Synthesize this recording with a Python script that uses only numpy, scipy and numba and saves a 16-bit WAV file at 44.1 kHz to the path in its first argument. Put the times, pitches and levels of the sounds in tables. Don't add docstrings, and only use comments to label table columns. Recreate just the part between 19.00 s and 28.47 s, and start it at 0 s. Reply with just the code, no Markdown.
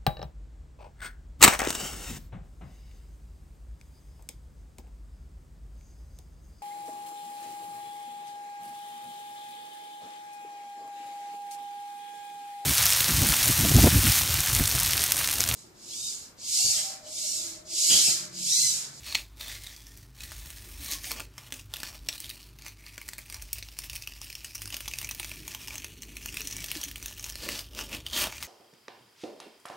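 import sys
import numpy as np
from scipy import signal
from scipy.fft import rfft, irfft, next_fast_len
from scipy.io import wavfile
from scipy.ndimage import uniform_filter1d, map_coordinates
from numba import njit

SR = 44100
rng = np.random.default_rng(int(sys.argv[2]) if len(sys.argv) > 2 else 0)


def waveform_to_disk(signal):
    frames = np.transpose(np.atleast_2d(signal))
    scaled = np.clip(frames, -1, 1) * 32767
    samples = np.round(scaled).astype(np.int16)
    wavfile.write(sys.argv[1], SR, samples)


N = 417627
MS = np.arange(0, N / SR + .001, .001)

# time_s, level_db
STEADY_PULL = [(0.0, -52), (0.3, -85), (0.62, -49.5), (0.84, -55), (1.0, -56), (1.12, -66.5), (1.22, -47),
               (1.79, -47.5), (1.96, -51), (2.01, -52), (2.2, -59), (2.253, -50), (2.26, -75), (2.3, -69),
               (3.04, -67), (3.2, -52.5), (3.43, -53), (3.54, -65.5), (3.77, -64), (3.86, -55.5),
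               (4.73, -55), (5.7, -52), (6.0, -46.5), (6.9, -53), (6.99, -59), (7.36, -45), (7.8, -46.5),
               (7.93, -50), (8.15, -51.5), (8.4, -50.5), (8.66, -61), (9.47, -70)]
PULL_TREBLE_DB, PULL_BOARD_DB = -3.5, -20.5
BOARD_REST_DB = -71
# start_s, hold_s, level_db, treble_db, board_db (both re level)
TUGS = [(0.067, 0.13, -37.5, -10.5, -21), (0.414, 0.065, -41.5, -5.5, -18), (0.497, 0.066, -42, -7.5, -21),
        (0.686, 0.027, -49, -9, -20), (1.827, 0.082, -42, -0.5, -18), (1.93, 0.0057, -36, -2, -21),
        (2.051, 0.021, -39.5, 1, -24), (2.111, 0.011, -38.5, -4, -27), (2.167, 0.019, -42, -13, -11),
        (2.386, 0.12, -53, -5.5, -11), (2.544, 0.052, -49.5, -5, -15), (2.735, 0.1, -49, -9, -11),
        (2.854, 0.095, -48, -6, -9), (3.098, 0.049, -45.5, -4, -15), (3.222, 0.026, -48.5, -1, -24),
        (3.649, 0.025, -48.5, -5, -16), (4.328, 0.042, -52, -3, -9), (4.56, 0.033, -54, -13, -12),
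        (4.834, 0.011, -46, -1, -17), (4.952, 0.037, -55, 3, -7.5), (5.235, 0.024, -50.5, -1.2, -23),
        (5.447, 0.012, -52, 1, -17), (5.59, 0.041, -53, 4, -13), (5.736, 0.011, -45, -3, -10.5),
        (5.994, 0.018, -52, 5, -10), (6.246, 0.037, -46.5, -1, -32), (6.495, 0.14, -49.5, -4, -15),
        (6.709, 0.039, -46, -8, -9.5), (7.033, .015, -60, -11, -32), (7.758, 0.051, -43.5, -4, -11.5),
        (8.065, 0.02, -44, -7, -18.5), (8.243, 0.053, -47, -3, -14), (8.432, 0.032, -39, -6, -14.5),
        (8.496, 0.065, -39, -7.5, -14.5), (8.568, 0.034, -45, -2, -10), (8.79, 0.027, -39, -7, -10),
        (8.933, 0.01, -38, -8, -9.5), (9.064, 0.01, -55, -10, -6), (9.159, 0.031, -32.5, -10, -10),
        (9.18, 0.046, -33.5, 0.5, -17), (9.231, 0.029, -33, -15, -8.5), (9.337, 0.03, -48, -19, -17),
        (9.426, 0.013, -40.5, -8, -14.5)]
TUG_RISE_DB_PER_S, TUG_FALL_DB_PER_S = 324, 248
# start_s, peak_db, pitch_hz of the free paper, treble_db, board_db (both re peak)
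SNAPS = [(0.0653, -26, 3730, -2, -29), (0.125, -20.5, 4390, -10, -18), (0.1485, -10.5, 1840, -10, -19),
         (0.1521, -3.5, 2840, -27, -23), (0.4093, -25.5, 3930, -5, -16), (0.431, -33, 4470, -8, -22),
         (0.482, -31.5, 3600, 6, -31), (0.5162, -28, 2120, -4, -26), (0.6364, -29, 6760, -2, -29),
         (0.6437, -31, 4310, -6, -25), (0.666, -30, 5400, -8, -30), (0.67, -26.5, 3760, -6, -32),
         (0.7637, -33.5, 5360, -4, -27), (0.868, -32, 5560, -8, -31), (0.974, -36, 7100, 0, -26),
         (1.1874, -37, 3980, -7, -22), (1.2061, -27, 3600, -10, -25), (1.235, -29, 4050, 4, -30),
         (1.319, -28, 4200, -1, -7), (1.39, -34, 4240, -4, -25), (1.459, -30, 2410, -5, -18),
         (1.5036, -23.5, 5600, -3, -20), (1.8462, -30, 6720, 5, -24), (1.86, -24, 6240, -9, -30),
         (1.8828, -26.5, 2360, 5, -17), (1.908, -29, 4520, 9, -30), (1.914, -18.5, 6890, 1, -27),
         (1.9213, -17.5, 5500, -2, -31), (1.935, -17, 6070, -6, -30), (2.0435, -20.5, 2130, -21, -24),
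         (2.109, -25, 2600, -1, -9), (2.1127, -27, 1800, -2, -15), (2.121, -33, 2500, -7, -12),
         (2.1162, -18, 4140, 1, -13), (2.198, -29, 2700, 0, -2), (2.2035, -23.5, 2630, -17, 0),
         (2.38, -27.5, 1640, -8, -11), (2.5233, -18.5, 3100, -7, -13.5), (2.5397, -24.5, 6760, -2, -29),
         (2.7383, -16, 4000, -4.5, -16.5), (2.7605, -29, 2680, -5, -20), (2.7675, -26.5, 4050, 1, -17),
         (2.802, -26, 4260, -3, -19), (2.8168, -33, 5500, -3, -26), (2.8323, -16.5, 1680, -7, -17),
         (2.856, -29, 4250, -8, -24), (2.8667, -29, 4240, -6, -26), (2.873, -28.5, 4440, -12, -19),
         (3.0873, -10.5, 2800, -13, -25), (3.128, -23.5, 4050, -7, -35), (3.1796, -29, 4180, -3, -25),
         (3.203, -25.5, 5210, 3, -36), (3.2224, -32, 4220, -4, -33), (3.243, -26, 4360, -3, -35),
         (3.294, -25, 4420, -2, -34), (3.301, -25.5, 4390, 2, -34), (3.31, -26, 2520, -4, -30),
         (3.5872, -35.5, 2660, -2, -33), (3.621, -35, 4390, -2, -26), (3.6641, -26.5, 2550, -4, -11),
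         (3.6822, -30, 5940, 1, -26), (3.865, -32, 6100, -6, -13), (3.9793, -26.5, 2280, -5, -8.5),
         (4.0148, -32, 2430, 1, -10), (4.0804, -35, 2330, 4, -9), (4.088, -20.5, 7450, -4, -15.5),
         (4.1339, -23.5, 7450, -6, -14.5), (4.1822, -31.5, 2110, 8.5, -13), (4.1884, -28.5, 1940, 1, -13),
         (4.2996, -27.5, 3920, 4, -21), (4.325, -27, 5680, -1, -28), (4.344, -23.5, 5600, -1, -15.5),
         (4.4224, -27, 5660, 4, -16), (4.5303, -17.5, 7750, 7.5, -38), (4.584, -28, 5140, 2.5, -24),
         (4.626, -24.5, 4340, -11, -35), (4.687, -30, 4540, -14, -13), (4.7887, -19.5, 4800, 2, -13),
         (4.8195, -33, 5730, -6, -27), (4.898, -21, 5800, -4, -37), (4.9318, -25.5, 5800, 2, -32),
         (4.955, -25, 2750, 4, -29), (4.96, -23.5, 5660, 1, -30), (4.9655, -23.5, 5800, -3, -32),
         (5.0226, -27.5, 5560, 2, -35), (5.0738, -23.5, 2740, 0, -15), (5.121, -32, 2500, -11, -22),
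         (5.2158, -25.5, 5000, -2, -15), (5.2435, -34, 5300, 2, -24), (5.3012, -31, 2410, 1, -10),
         (5.3278, -25.5, 5100, -4, -37), (5.3523, -26.5, 2640, -3, -30), (5.446, -23.5, 7060, 0, -21),
         (5.5492, -30, 5600, 7, -29), (5.5534, -26, 5600, 4, -14), (5.58, -32, 5650, 0, -25),
         (5.619, -23.5, 7160, 4, -15.5), (5.656, -25.5, 5510, -1, -14.5), (5.6758, -28.5, 4690, 2, -14),
         (5.703, -29.5, 2650, 4, -25), (5.725, -25, 5470, -12, -22), (5.743, -17, 4540, -5, -21),
         (5.7672, -22.5, 5430, 3.5, -32), (5.806, -23, 2570, 3.5, -13.5), (5.858, -27.5, 2760, 1, -31),
         (5.879, -19, 3500, -1.5, -14), (5.8823, -20, 6140, -5, -20), (5.913, -26, 2930, -7, -23),
         (5.9365, -19.5, 2740, -6, -27), (5.9866, -15.5, 6030, -2, -29), (6.015, -23, 2670, 2, -18),
         (6.029, -24, 2710, -7, -18), (6.0463, -16.5, 5770, -12, -30), (6.0901, -26.5, 2500, 6, -36),
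         (6.111, -19, 5810, -3.5, -16.5), (6.148, -28, 5250, 5, -27), (6.1978, -18.5, 2500, -3, -14),
         (6.23, -24.5, 2330, -3, -22), (6.2459, -20, 2300, -8, -17), (6.3157, -24.5, 2500, -6, -15),
         (6.479, -22.5, 5750, 0.5, -16), (6.5484, -19, 3500, -3, -11), (6.6742, -24.5, 2450, -3, -25),
         (6.6823, -20, 5560, -10, -14), (6.706, -28.5, 2500, -11, -12), (6.7554, -23, 7190, -5, -24),
         (6.7807, -23, 5850, -6, -19), (6.8207, -32, 2670, -3, -27), (6.8446, -20.5, 2570, 3.5, -14.5),
         (7.021, -26, 5640, 0, -24), (7.032, -30.5, 6930, 3, -35), (7.168, -27, 2500, 3, -38),
         (7.226, -35.5, 2530, 1, -18), (7.2588, -23.5, 6160, 4, -12), (7.2889, -29.5, 2530, -8, -28),
         (7.326, -30, 2430, -1, -24), (7.343, -28, 2500, 7, -32), (7.3701, -21, 2540, -1, -23),
         (7.4062, -23, 2500, 2, -26), (7.4174, -20.5, 5930, -7, -22), (7.449, -33, 5940, -4, -29),
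         (7.4725, -18.5, 5810, -1.5, -33), (7.5115, -24.5, 5680, -6, -36), (7.525, -25.5, 5860, -10, -36),
         (7.5664, -22, 6500, 2, -23), (7.583, -27, 5860, -7, -30), (7.605, -23, 6930, -6, -30),
         (7.619, -29.5, 2630, -10, -25), (7.6416, -22, 3440, 0, -18), (7.661, -26, 5830, 2, -29),
         (7.685, -27, 5280, -1, -25), (7.704, -26, 5470, -11, -27), (7.7154, -17.5, 2800, 5, -15),
         (7.7534, -22, 5640, -9, -26), (7.7711, -23, 4740, -3, -25), (7.814, -24, 5770, -4, -17),
         (7.8327, -23, 2950, -6, -24), (7.8374, -20, 6930, 3, -28), (7.848, -26, 5900, -9, -29),
         (7.883, -27.5, 2700, -9, -17), (7.9132, -25, 2950, 0, -37), (7.9584, -23.5, 2910, 0, -33),
         (8.0267, -24, 6370, -3, -20), (8.0592, -20, 5700, 0, -18), (8.081, -29, 5920, -11, -24),
         (8.111, -32.5, 5680, 0, -9), (8.1813, -31.5, 3200, 0, -29), (8.196, -23, 5560, -11, -27),
         (8.2268, -28.5, 2370, 5, -26), (8.2418, -20, 6160, -7, -27), (8.264, -27.5, 6550, -3, -10),
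         (8.299, -20.5, 6370, -4, -27), (8.3235, -31, 5120, 5, -20), (8.3554, -22.5, 2500, -6, -11.5),
         (8.489, -16, 2800, -5, -13), (8.554, -25, 4260, -13, -18), (8.592, -22.5, 4340, -1, -15),
         (8.7493, -28.5, 5680, -2, -22), (8.79, -23.5, 3360, -5, -3), (8.8102, -22, 5640, -13, -13),
         (8.9283, -25, 3320, -13, -18), (9.003, -34, 2000, -8, -20), (9.065, -23, 3270, -6, -13),
         (9.133, -20.5, 3450, -4, -13), (9.1638, -23, 2910, -10, -13), (9.1754, -24, 3230, -6, -12),
         (9.188, -25, 2710, 9, -19), (9.214, -24, 6240, -2, -20), (9.2396, -18, 3250, -4, -18),
         (9.271, -23.5, 2450, -12, 0), (9.3257, -25.5, 2100, -18, -8), (9.381, -25, 1920, -14, -29),
         (9.4266, -20, 2700, -2, -14)]
TRAIL_DB, TRAIL_TOP_DB = -27.5, -27
TRAIL_RISE_DB_PER_S, TRAIL_FALL_DB_PER_S = 1300, 448
SMALL_OVER_PULL_DB, SMALL_SPREAD_DB, SMALL_TOP_PULL_DB = 9, 3.5, -44.5
SMALL_TREBLE_DB, SMALL_BOARD_DB = -3, -26.5
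SMOOTH_UNTIL_S, SMOOTH_DB, SMOOTH_PATCHY = 2.5, -8, 0.42

# freq_hz, level_db
PAPER = [(650, -8), (1100, -28), (1180, -6.5), (1380, -12.5), (1840, 2), (2750, 1.5), (4820, 4),
         (6140, 1.5), (7500, 2), (9750, -16.5), (16500, -120)]
# freq_hz, level_db
FIBRES = [(3820, -111.5), (6500, -41), (8240, 10.5), (9480, 15), (10600, 8.5), (12000, 14.5), (14500, 9.5),
          (16000, 14.5)]
# freq_hz, level_db
BOARD = [(300, -3.5), (480, -6), (620, 4), (780, 2.5), (950, 7), (1180, 3.5), (1450, 2), (2200, -14.5)]

# time_s, low_hz, high_hz, low_lift_db, high_lift_db, through_db (level between them)
STRIP = [(0.0, 2530, 4100, -4, -14, -1), (0.2, 2520, 3900, 1, -6, -5), (0.45, 2070, 3780, -3, -6, -1),
         (0.72, 2040, 4100, -1, -2, 0.5), (0.9, 2500, 5400, -13, -4, -2), (1.2, 1640, 4140, -12, -12, 1),
         (1.7, 2400, 4500, -8, -23, -2.5), (1.95, 2380, 4270, -6, 6, 0.5),
         (2.3, 2700, 4800, 3.5, -27, -0.5), (3.1, 2900, 3930, -5, 0.5, -1.5),
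         (3.9, 2350, 4730, 9.5, -1, -3), (4.2, 2180, 5100, -1, -20, 0), (4.5, 2770, 5140, 4.5, -2.5, -0.5),
         (5.5, 2740, 5330, 6, 4, -3.5), (6.3, 2570, 5500, 1.5, -11, -2), (7.0, 2700, 5600, 9.5, -1.5, -1),
         (7.5, 2700, 5500, 1.5, -0.5, -0.5), (8.2, 2930, 6050, -1, -3.5, -2.5),
         (8.5, 2820, 3970, 1, 0, 0.5), (8.8, 2900, 5470, 9, 2, -6), (9.15, 3180, 5860, 7.5, -25, 0),
         (9.47, 1920, 5700, -2, -27, -1.5)]
STRIP_SHARPNESS, STRIP_FLUTTER = 5, .045
CREASE_HZ = (1688, 2442, 3400, 4260, 5590, 6110)
CREASE_DB, CREASE_SHARPNESS = -4, 41.4
# time_s, centre_hz, depth (0-1)
HOLLOW = [(0.0, 3230, 0.16), (1.5, 5150, 0.36), (2.5, 4200, 0.73), (3.3, 3680, 0.3), (4.7, 3700, 0.2),
          (5.55, 3950, 0.4), (6.4, 4400, 0.15), (7.0, 4650, .9), (7.35, 4500, 0.6), (8.0, 4570, 0.35),
          (9.47, 4700, 0.1)]

# start_s, peak_db (ahead of the room), pitch_hz
KNOCKS = [(1.458, -49, 147), (1.798, -49, 287), (1.884, -50, 1127), (1.921, -49, 293), (1.951, -47, 1090),
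          (2.066, -49, 740), (2.108, -48, 1056), (2.11, -47, 464), (2.195, -45, 1186), (2.528, -48, 260),
          (6.197, -50, 342), (7.4, -47, 430), (7.601, -47, 169), (7.76, -40.5, 308), (7.863, -48, 280)]
KNOCK_RISE_S, KNOCK_FADE_S = 0.0015, 0.018

# time_s, frame_db, deep_db (middle levels)
EASEL = [(0.0, -64, -55), (1.08, -65, -58), (1.32, -64.5, -48.5), (2.1, -60.5, -52.5), (2.42, -67.5, -61),
         (3.1, -63, -55.5), (3.8, -65.5, -72), (4.4, -67, -56), (5.4, -66.5, -57.5), (6.6, -58.5, -54),
         (7.25, -54.5, -54.5), (7.6, -56.5, -53.5), (8.4, -63, -53), (9.47, -65, -51.5)]
SHUDDER_DB = 1.8
# freq_hz, level_db
FRAME = [(90, -32), (150, 3.5), (215, -0.5), (250, 2), (290, 3), (420, -4), (600, -22), (900, -32)]
# freq_hz, level_db
DEEP = [(22, -32), (36, -11), (50, 2.5), (62, -1), (78, 0), (95, -46)]
# start_s, hold_s, level_db
JOLTS = [(2.17, 0.013, -52), (2.53, 0.012, -60.5), (8.45, 0.068, -44.5), (8.775, 0.029, -47),
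         (8.93, 0.019, -47), (9.17, 0.059, -45)]
JOLT_RISE_DB_PER_S, JOLT_FALL_DB_PER_S = 250, 172
# freq_hz, level_db
JOLT = [(110, -11), (200, 0.5), (290, 5.5), (420, -1), (620, -1.5), (950, -38)]
# start_s, level_db, pitch_hz
THUMPS = [(2.248, -50, 55.7), (3.002, -38.5, 50.3), (4.059, -43, 53.6), (6.029, -43, 52.3)]

# delay_s, level_db (re direct sound)
ECHOES = [(.0035, -15), (.0062, -24.5), (.0098, -31)]
ROOM_T60_S, ROOM_DB = 0.16, -10
SIDE_DB = -36.5

# pitch_hz, level_db (rms, before wavering), waver_db
HUM = [(50.6, -53.5, -1.5), (98.3, -67.5, 6), (100, -68, 4), (103, -65.5, 3), (126.5, -69, 5)]
# freq_hz, level_db
BACKGROUND = [(65, -13), (110, 16.5), (167, 3.5), (293, -29), (483, -26), (1520, -11), (2500, -14),
              (5410, -15), (13300, -42), (16000, -30)]
BACKGROUND_DB = -63.5
TOP_HZ = 15750


def pull():
    steady = undb(np.interp(MS, *np.transpose(STEADY_PULL))) ** 2
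    trails = [(s, 0, min(db, TRAIL_TOP_DB) + TRAIL_DB) for s, db, *_ in SNAPS]
    steady = steady + swells(trails, TRAIL_RISE_DB_PER_S, TRAIL_FALL_DB_PER_S).sum(axis=0)
    tugs = swells(TUGS, TUG_RISE_DB_PER_S, TUG_FALL_DB_PER_S)
    treble_db, board_db = np.transpose(TUGS)[3:]
    total = steady + tugs.sum(axis=0)
    treble = steady * undb(PULL_TREBLE_DB) ** 2 + undb(treble_db) ** 2 @ tugs
    board = steady * undb(PULL_BOARD_DB) ** 2 + undb(board_db) ** 2 @ tugs
    board = board + undb(BOARD_REST_DB) ** 2
    return per_sample(total), per_sample(treble / total), per_sample(board / total)


def slips(rate, spread_db, fade_s, patchy_db):
    patchy = np.where(np.arange(N) < SMOOTH_UNTIL_S * SR, SMOOTH_PATCHY, 1)
    patchy = patchy * (rate.min() / rate) ** 0.28
    odd = np.minimum(rng.exponential(size=N), 3.2)
    happens = rng.random(N) < rate / SR
    size = happens * undb(spread_db * odd + patchy_db * patchy * walk(45))
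    power = signal.lfilter([1], [1, -np.exp(-2 / (fade_s * SR))], size ** 2)
    local_power = uniform_filter1d(power, size=SR // 8).clip(1e-9)
    return np.sqrt(power / local_power) * rng.standard_normal(N)


def crackle(effort):
    pull_db, treble_db, board_db = effort
    rate = 300 + 2800 * np.clip(undb(pull_db + 29.5), 0, 1)
    shared = slips(rate, spread_db=1.0, fade_s=0.0025, patchy_db=3.5)
    shared = shared + .45 * slips(rate / 2, spread_db=5.5, fade_s=.00015, patchy_db=3)
    paper_slips = slips(rate, spread_db=4.5, fade_s=.0005, patchy_db=3)
    body = colour(shared + .55 * paper_slips, PAPER)
    fibre_slips = slips(rate, spread_db=4.5, fade_s=.0003, patchy_db=4)
    treble = colour(shared + .55 * fibre_slips, FIBRES)
    board_noise = undb(SHUDDER_DB * walk(40)) * rng.standard_normal(N)
    board = colour(0.73 * shared + board_noise, BOARD)
    level = undb(pull_db)
    return level * body, level * (undb(treble_db) * treble + undb(board_db) * board)


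def small_snaps(pull_db, count=650):
    when, size, which = rng.random((count, 3)).T
    pitch, treble, board = rng.standard_normal((count, 3)).T
    at = (when * (N - 1)).astype(int)
    low_hz, high_hz = curves(STRIP)[:2]
    ring_hz = np.where(which < .45, low_hz[at], high_hz[at]) * np.exp(.15 * pitch)
    peak_db = pull_db[at].clip(max=SMALL_TOP_PULL_DB) + SMALL_OVER_PULL_DB
    peak_db = peak_db - SMALL_SPREAD_DB * np.log(1 - .9 * size)
    peak_db = peak_db + SMOOTH_DB * (at < SMOOTH_UNTIL_S * SR)
    treble_db = SMALL_TREBLE_DB + 3 * treble
    board_db = SMALL_BOARD_DB + 5 * board
    return np.transpose([at / SR, peak_db, ring_hz, treble_db, board_db])


def snaps(pull_db, rise_s=0.000099, fade_s=0.00032, tail_s=0.0036, tail_db=-17, sharpness=3.8,
          body_db=-4, bounce=0.43):
    rows = np.vstack([SNAPS, small_snaps(pull_db)])
    s, peak_db, ring_hz, treble_db, board_db = rows.T[:, :, None]
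    size = 1024
    t = np.arange(size) / SR
    freq_hz = np.fft.rfftfreq(size, 1 / SR)
    noise = (1 - np.exp(-t / rise_s)) * rng.standard_normal((len(s), size))
    steps = np.repeat(rng.standard_normal((len(s), size // 32)), 32, axis=1)
    rattle = undb(tail_db + 5.85 * steps)
    burst = rfft(noise * (np.exp(-t / fade_s) + rattle * np.exp(-t / tail_s)))
    late_s = 0.0004087 + 0.000704 * rng.random((len(s), 1))
    burst = burst * (1 + bounce * np.exp(-2j * np.pi * freq_hz * late_s))
    ratio = 1j * freq_hz / ring_hz
    ring = ratio / sharpness / (1 + ratio / sharpness + ratio ** 2)
    body_gain = ring + undb(body_db) * shape(PAPER, size)
    parts = [irfft(burst * gain) for gain in (body_gain, shape(FIBRES, size), shape(BOARD, size))]
    body, treble, board = (p / np.abs(p).max(axis=1, keepdims=True) for p in parts)
    rest = undb(treble_db) * treble + undb(board_db) * board
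    lead = size // 4
    out = np.zeros((2, N + 2 * size))
    at = (s * SR).astype(int) + np.arange(size)
    for track, sound in zip(out, (body, rest)):
        np.add.at(track, at, np.roll(undb(peak_db) * sound, lead, axis=1))
    return out[:, lead:lead + N]


def strip(x):
    low_hz, high_hz, low_db, high_db, through_db = curves(STRIP)
    low = band(x, low_hz * (1 + STRIP_FLUTTER * walk(20)), STRIP_SHARPNESS)
    high = band(x, high_hz * (1 + STRIP_FLUTTER * walk(20)), STRIP_SHARPNESS)
    creases = np.zeros(N)
    for hz in CREASE_HZ:
        gain = undb(CREASE_DB + 5.3 * walk(9))
        creases += gain * band(x, hz * np.exp(0.033 * walk(3)), CREASE_SHARPNESS)
    x = undb(through_db) * (x + creases) + undb(low_db) * low + undb(high_db) * high
    hollow_hz, depth = curves(HOLLOW)
    notch = band(x, hollow_hz * np.exp(0.11 * walk(7)), 5.5)
    return x - depth.clip(0, 1) * notch


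def knocks():
    out = np.zeros(N + SR)
    t = np.arange(SR // 8) / SR
    envelope = (1 - np.exp(-t / KNOCK_RISE_S)) * np.exp(-t / KNOCK_FADE_S)
    for s, db, hz in KNOCKS:
        ring = envelope * np.sin(2 * np.pi * hz * t)
        start = int(s * SR)
        out[start:start + len(t)] += undb(db) * ring / ring.max()
    return out[:N]


def easel(fade_s=0.03):
    frame_db, deep_db = curves(EASEL)
    jolts = swells(JOLTS, JOLT_RISE_DB_PER_S, JOLT_FALL_DB_PER_S).sum(axis=0)
    jolt_db = per_sample(jolts + 1e-12)
    out = undb(frame_db + SHUDDER_DB * walk(18)) * colour(rng.standard_normal(N), FRAME)
    out += undb(jolt_db + SHUDDER_DB * walk(40)) * colour(rng.standard_normal(N), JOLT)
    out += undb(deep_db + SHUDDER_DB * walk(10)) * colour(rng.standard_normal(N), DEEP)
    for s, db, hz in THUMPS:
        t = (np.arange(N) / SR - s).clip(0)
        out += undb(db) * np.exp(-t / fade_s) * np.sin(2 * np.pi * hz * t)
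    return out


def room(x):
    t = np.arange(int(.4 * SR)) / SR
    envelope = undb(-60 * t / ROOM_T60_S) * (1 - np.exp(-t / 0.0015))
    wash = rng.standard_normal((2, len(t))) * envelope
    wash /= np.sqrt(np.sum(wash ** 2, axis=1, keepdims=True))
    mid_response = undb(ROOM_DB) * wash[0]
    mid_response[0] = 1
    for s, db in ECHOES:
        mid_response[int(s * SR)] += undb(db)
    mid = signal.fftconvolve(x, mid_response)[:N]
    side = signal.fftconvolve(x, undb(SIDE_DB) * wash[1])[:N]
    side = signal.sosfilt(signal.butter(2, 500, "high", fs=SR, output="sos"), side)
    return np.array([mid + side, mid - side])


def hum():
    noise = colour(rng.standard_normal(N), BACKGROUND)
    out = undb(BACKGROUND_DB + 1.8 * walk(6.3)) * noise
    for hz, db, waver_db in HUM:
        phase = 2 * np.pi * (hz * np.arange(N) / SR + rng.random()) + 0.1 * walk(4.1)
        out = out + np.sqrt(2) * undb(db + waver_db * walk(6.5)) * np.sin(phase)
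    return out


def undb(db):
    return 10 ** (np.asarray(db) / 20)


def unit(x):
    return x / np.sqrt(np.mean(x ** 2))


def shape(table, size):
    hz, db = np.transpose(table)
    return undb(np.interp(np.log(np.fft.rfftfreq(size, 1 / SR) + 1), np.log(hz), db))


def colour(x, table):
    size = next_fast_len(N)
    return unit(irfft(rfft(x, size) * shape(table, size), size)[:N])


def walk(rate):
    points = rng.standard_normal(int(N / SR * rate) + 4)
    coarse = np.arange(0, N + 64, 64)
    smooth = map_coordinates(points, [coarse * rate / SR], order=2)
    return unit(np.interp(np.arange(N), coarse, smooth))


def curves(table):
    s, *columns = np.transpose(table)
    return [np.interp(np.arange(N) / SR, s, c) for c in columns]


def swells(table, rise_db_per_s, fall_db_per_s):
    s, hold_s, db = np.transpose(table)[:3, :, None]
    before_s = (s - MS).clip(0)
    after_s = (MS - s - hold_s).clip(0)
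    return undb(db - rise_db_per_s * before_s - fall_db_per_s * after_s) ** 2


def per_sample(power):
    return np.interp(np.arange(N) / SR, MS, 10 * np.log10(power))


@njit
def svf(x, g, sharpness):
    y, band_state, low_state, damping = np.empty(len(x)), 0., 0., 1 / sharpness
    for i in range(len(x)):
        v = (band_state + g[i] * (x[i] - low_state)) / (1 + g[i] * (g[i] + damping))
        band_state = 2 * v - band_state
        low_state += 2 * g[i] * v
        y[i] = damping * v
    return y


def band(x, hz, sharpness):
    return svf(x, np.tan(np.pi * hz / SR), 1. * sharpness)


def scene(paper_db=-5, snap_db=-3):
    effort = pull()
    body, rest = crackle(effort)
    snap_body, snap_rest = snaps(effort[0])
    paper = strip(undb(paper_db) * body + undb(snap_db) * snap_body)
    return room(paper + rest + snap_rest + knocks()) + easel() + hum()


def record(dry):
    dry = signal.sosfilt(signal.butter(4, 38, "high", fs=SR, output="sos"), dry)
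    return signal.sosfilt(signal.ellip(12, .2, 85, TOP_HZ, fs=SR, output="sos"), dry)


dry = scene()
out = record(dry)
waveform_to_disk(out)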